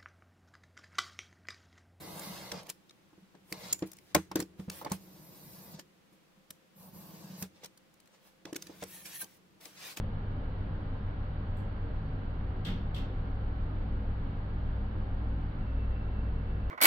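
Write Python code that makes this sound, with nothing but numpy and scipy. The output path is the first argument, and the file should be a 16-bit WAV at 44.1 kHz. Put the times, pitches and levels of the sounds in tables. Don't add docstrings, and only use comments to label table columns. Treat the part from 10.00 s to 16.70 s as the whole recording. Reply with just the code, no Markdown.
import sys
import numpy as np
from scipy import signal
from scipy.fft import rfft, irfft
from scipy.io import wavfile

SR = 44100
rng = np.random.default_rng(int(sys.argv[2]) if len(sys.argv) > 2 else 0)


def unload_audio(sound):
    columns = np.transpose(np.atleast_2d(sound))
    steps = np.round(np.clip(columns, -1, 1) * 32767)
    wavfile.write(sys.argv[1], SR, steps.astype(np.int16))


def gain_from_db(level_db):
    decades = np.asarray(level_db, float) / 20
    return 10 ** decades


N = 295470
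T = np.arange(N) / SR

# t/s, first order/dB, second order/dB, frame ring/dB
DRIVE_LEVELS = [
    (0, -49.5, -46, -47.5),
    (1.1, -45, -46.5, -50),
    (2.2, -45.5, -41.5, -54),
    (2.8, -41.5, -43.5, -46),
    (3.6, -38.5, -38.5, -47),
    (4.5, -41.5, -39.5, -43.5),
    (5.8, -39.5, -36, -41),
    (6.7, -43, -35.5, -50.5),
]
FRAME_THROBS = [-.08, .58, 1.26, 1.88, 2.45, 2.93, 3.37, 4.04, 4.67, 5.32, 5.83, 6.26, 6.68, 7.2]
# multiple of the rotation rate, rms level/dB, wander/dB
FAN_ORDERS = [(1, -40.3, .7), (2, -48.9, .8), (4, -55, 1.5), (8, -59, 1.5), (9, -59.5, 2.0),
              (11, -62.5, 2.0), (12, -65, 2.5), (13, -70.5, 2.0)]
# multiple of the hum pitch, rms level/dB
HUM_HARMONICS = [(1, -41), (2, -55), (3, -67.5)]
# f/Hz, spectral level/dB per Hz
RUMBLE_SPECTRUM = [(12, -84), (17, -75), (21, -62), (36, -61), (48, -62), (62, -62), (68, -66), (76, -60),
                   (93, -59), (103, -71), (118, -76), (200, -84), (400, -110), (1000, -160)]
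# f/Hz, left level/dB per Hz, right level/dB per Hz, left-right correlation
AIR_SPECTRUM = [(100, -84.5, -79, 0.88), (230, -82, -76.5, 0.78), (400, -79, -80, 0.64),
                (934, -84, -85.5, -0.23), (1400, -88, -83.5, -0.049), (1910, -91, -90, -0.35),
                (2420, -97, -96, 0.28), (3100, -96, -97.5, 0.12), (3440, -101, -101, -0.19),
                (4480, -106, -102, -0.076), (5150, -116, -121, 0.84), (6300, -124, -130, -0.64),
                (9150, -132, -134, -0.97), (11800, -128, -130, -0.69)]
# f/Hz, left level/dB per Hz, right level/dB per Hz, right lead/rad
CAR_MODES = [(129, -65, -67, 0.1), (151, -60, -60, 0.0), (172, -68, -68, 0.1), (212, -64, -64, 0.0),
             (250, -69, -69, 0.0), (269, -68, -68, 0.0), (301, -74, -68, 2.4), (314, -74, -72, 0.1),
             (377, -75, -73, -0.3), (457, -74, -72, -0.2), (519, -72, -80, 0.1), (549, -78, -78, -0.3),
             (592, -80, -79, 0.1), (608, -77, -79, -0.2), (700, -82, -78, -2.0), (748, -78, -78, 0.2),
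             (796, -77, -77, 0.0), (845, -80, -80, -2.8), (888, -83, -76, -0.4), (920, -79, -80, -2.0),
             (1001, -86, -80, 0.2), (1040, -82, -82, -0.1), (1095, -88, -83, 0.7), (1157, -86, -83, -3.0),
             (1232, -82, -82, 1.6), (1372, -83, -79, -2.6), (1515, -84, -83, -2.8), (1588, -88, -83, 0.5),
             (1620, -86, -85, 0.2), (1682, -86, -83, 3.0)]
# t/s, thud level below 2 kHz/dB, ring level/dB, fizz level above 7 kHz/dB
SNAP_EVENTS = [
    (1.565, -23, -33.5, -11.5),
    (2.647, 3, -1, -0.5),
    (2.943, -4, -5, -3),
    (5.575, -37, -38, -28),
]
# f/Hz, left level/dB per Hz, right level/dB per Hz, t60/s
SNAP_SPECTRUM = [(98, -81.5, -75, 0.96), (176, -59.5, -60.5, 0.61), (495, -83, -77, 0.48),
                 (1180, -83.5, -83.5, 0.3), (2260, -84.5, -82.5, 0.46), (3360, -76, -79, 0.4),
                 (4430, -90, -84, 0.41), (5300, -89.5, -96, 0.39), (7000, -97, -110, 0.27),
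                 (8100, -95.5, -103, 0.24), (10200, -105, -108, 0.2), (10600, -101.5, -99, 0.24),
                 (13800, -102, -109, .24), (15700, -105, -112, .24)]
# f/Hz, width/Hz, level/dB over the burst
HOUSING_MODES = [(2100, 110, 5), (2330, 90, -7), (2700, 200, 4), (3160, 150, 5), (3350, 70, -3),
                 (3550, 170, 6), (4430, 120, 5), (5400, 150, 5), (7750, 300, 4), (9200, 500, -8),
                 (11400, 300, 4)]
# f/Hz, rise/s
SNAP_RISE_TIMES = [(200, .03), (2200, .016), (2900, .0028)]
# start t/s, length/s, rms level/dB, left minus right/dB
SHOE_SLIPS = [(5.605, 0.123, -69.5, -5.5), (5.748, 0.055, -71, 0.5), (5.806, 0.049, -68, -1.5),
              (5.898, 0.031, -78, -2.0), (5.93, 0.083, -64, 1.0), (6.026, 0.047, -72, 0.0),
              (6.082, 0.143, -70, 1.5), (6.24, 0.065, -65, 0), (6.376, 0.053, -69.5, -2.0),
              (6.441, 0.035, -75, 4.5), (6.483, 0.045, -71, 9), (6.539, 0.043, -75, 9),
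              (6.583, 0.073, -74, 4), (6.665, 0.043, -76, -5)]

DRIVE_HZ, FAN_HZ, MAINS_HUM_HZ = 29.39, 22.77, 99.96
FAN_CREST_S = -.0043
RIGHT_LEAD_S = .0002
PORT_HZ, PORT_WIDTH_HZ, PORT_DB = 11450, 700, 5.0
CROWD_WIDTH_HZ, CROWD_DB = 22, 2.6
MODE_LOSS, NARROWEST_HZ, WIDEST_HZ = .028, 8, 24
SHAFT_FLUTTER_S, FLUTTER_DB = .018, 2.5
SQUEAL_HZ, SQUEAL_WANDER_HZ = 2675, 10.0
SLIP_EDGE_S = 0.02
OPEN_S = .0001


def at_hz(table, hz, axis=1):
    rows = np.array(table, float)
    return np.interp(np.log(np.maximum(hz, 1)), np.log(rows[:, 0]), rows[:, axis])


def in_time(rows):
    s, *columns = np.transpose(rows)
    return [np.interp(T, s, c) for c in columns]


def white(*shape):
    return rng.standard_normal(shape) * np.sqrt(SR / 2)


def drift(rate):
    r = np.exp(-128 * np.pi * rate / SR)
    steps = rng.standard_normal(N // 64 + 2002)
    slow = signal.lfilter([1], [1, -2 * r, r * r], steps)[2000:]
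    return np.interp(np.arange(N) / 64, np.arange(len(slow)), slow / slow.std())


def resonate(x, hz, width_hz):
    r = np.exp(-np.pi * width_hz / SR)
    zeros = np.array([1, 0, -1]) * (1 - r * r) / 2
    poles = [1, -2 * r * np.cos(2 * np.pi * hz / SR), r * r]
    return signal.lfilter(zeros, poles, x)


def tone(hz, level_db, crest_s=0):
    return np.sqrt(2) * gain_from_db(level_db) * np.cos(2 * np.pi * hz * (T - crest_s))


def hoist_drive(first_db, second_db):
    return tone(DRIVE_HZ, first_db) + tone(2 * DRIVE_HZ, second_db)


def car_frame(frame_db):
    gained = np.interp(T, FRAME_THROBS, np.arange(len(FRAME_THROBS)))
    return tone(2 * DRIVE_HZ, frame_db, -gained / (2 * DRIVE_HZ))


def ceiling_fan():
    return sum(tone(k * FAN_HZ, db + wander_db * drift(1.5), FAN_CREST_S) for k, db, wander_db in FAN_ORDERS)


def mains_hum():
    return sum(tone(k * MAINS_HUM_HZ, db) for k, db in HUM_HARMONICS)


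def rumble():
    hz = np.fft.rfftfreq(N, 1 / SR)
    return irfft(rfft(white(N)) * gain_from_db(at_hz(RUMBLE_SPECTRUM, hz)), N)


def crowded_modes(hz):
    ripple = rng.standard_normal((2, round(SR / 2 / CROWD_WIDTH_HZ) + 1))
    depth_db = CROWD_DB * np.clip(hz / 1200, 0, 1)
    return gain_from_db([depth_db * np.interp(hz / CROWD_WIDTH_HZ, np.arange(len(r)), r) for r in ripple])


def air():
    hz = np.fft.rfftfreq(N, 1 / SR)
    port = gain_from_db(PORT_DB / (1 + (2 * (hz - PORT_HZ) / PORT_WIDTH_HZ) ** 2))
    mid, side = rfft(white(2, N))
    alike = np.clip(at_hz(AIR_SPECTRUM, hz, axis=3), -1, 1)
    shared = np.sqrt((1 + alike) / 2) * mid
    apart = np.sqrt((1 - alike) / 2) * side
    left = gain_from_db(at_hz(AIR_SPECTRUM, hz, axis=1)) * (shared + apart)
    right = gain_from_db(at_hz(AIR_SPECTRUM, hz, axis=2)) * (shared - apart)
    return irfft(np.array([left, right]) * crowded_modes(hz) * port * (hz > 60), N)


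def standing_waves(sharp=0.49, low_db=1.5, high_db=-3.0):
    out, run_in = np.zeros((2, N)), SR // 4
    drive = white(2, N + 2 * run_in)
    for k, (hz, left_db, right_db, lead) in enumerate(CAR_MODES):
        width_hz = np.clip(MODE_LOSS * hz, NARROWEST_HZ, WIDEST_HZ)
        noise = np.roll(drive[k % 2], 9001 * k)
        mode = resonate(resonate(noise, hz, width_hz), hz, width_hz / sharp)
        trim_db = at_hz([(300, low_db), (1000, high_db)], hz)
        ahead = run_in + round(lead / (2 * np.pi * hz) * SR)
        out[0] += gain_from_db(left_db + trim_db) * mode[run_in:run_in + N]
        out[1] += gain_from_db(right_db + trim_db) * mode[ahead:ahead + N]
    return out


def snaps(hold_s=.035, crack_db=3.0, crack_s=.007):
    out, size = np.zeros((2, N)), SR // 2
    t, hz = np.arange(size) / SR, np.fft.rfftfreq(size, 1 / SR)
    swing = np.cos(2 * np.pi * (t - .005) / SHAFT_FLUTTER_S)
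    flutter = gain_from_db(FLUTTER_DB * swing * np.exp(-t / 0.066))
    housing = gain_from_db(sum(db / (1 + (2 * (hz - at) / width) ** 2) for at, width, db in HOUSING_MODES))
    crack = gain_from_db(crack_db * np.exp(-t / crack_s))
    spectrum = gain_from_db([at_hz(SNAP_SPECTRUM, hz, axis=1), at_hz(SNAP_SPECTRUM, hz, axis=2)])
    centres = np.geomspace(110, 16500, 22)
    for s, thud_db, ring_db, fizz_db in SNAP_EVENTS:
        noise = rfft(white(2, size))
        noise[1] = np.where(hz < 400, noise[0], noise[1])
        gain = gain_from_db(at_hz([(2000, thud_db), (2600, ring_db), (5600, ring_db), (7200, fizz_db)], hz))
        noise *= gain * housing * spectrum
        burst = 0
        for k, centre in enumerate(centres):
            this_band = np.arange(len(centres)) == k
            band = np.interp(np.log(hz + 1), np.log(centres), this_band, left=0, right=0)
            rise = 1 - np.exp(-(t / at_hz(SNAP_RISE_TIMES, centre)) ** 2)
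            fall = gain_from_db(-60 * np.maximum(t - hold_s, 0) / at_hz(SNAP_SPECTRUM, centre, axis=3))
            burst = burst + irfft(noise * band, size) * rise * fall
        at = round(s * SR)
        out[:, at:at + size] += burst * flutter * crack
    return out


def squeal(side_db=1.5, flicker_db=2.7, slip_db=4.0, drag_db=-83.5):
    phase = 2 * np.pi * np.cumsum(SQUEAL_HZ + SQUEAL_WANDER_HZ * drift(14)) / SR
    beads = gain_from_db(drag_db) * (T > SHOE_SLIPS[0][0])
    for s, length, db, pan_db in SHOE_SLIPS:
        level = gain_from_db(db + np.array([[pan_db], [-pan_db]]) / 2)
        to_edge = np.minimum(T - s, s + length - T)
        beads = beads + level * np.clip(to_edge / SLIP_EDGE_S + .5, 0, 1)
    grip = gain_from_db(side_db + slip_db * np.clip(drift(45), -3, 1))
    ports = [gain_from_db(flicker_db * drift(8)) * np.cos(phase + turn) for turn in (0, 1.6)]
    return beads * grip * np.sqrt(2) * np.array(ports)


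def scene():
    first_db, second_db, frame_db = in_time(DRIVE_LEVELS)
    bass = hoist_drive(first_db, second_db) + car_frame(frame_db) + ceiling_fan() + mains_hum() + rumble()
    ahead = bass + RIGHT_LEAD_S * SR * np.gradient(bass)
    bass = np.array([gain_from_db(.2) * bass, gain_from_db(-.2) * ahead])
    return bass + air() + standing_waves() + snaps() + squeal()


def band_limit(x):
    return signal.sosfilt(signal.butter(12, 15720, fs=SR, output="sos"), x)


def record(dry):
    to_edge = np.minimum(T, T[-1] - T)
    gate = np.sin(np.pi / 2 * np.clip(to_edge / OPEN_S, 0, 1)) ** 2
    return band_limit(dry * gate)


dry = scene()
out = record(dry)
unload_audio(out)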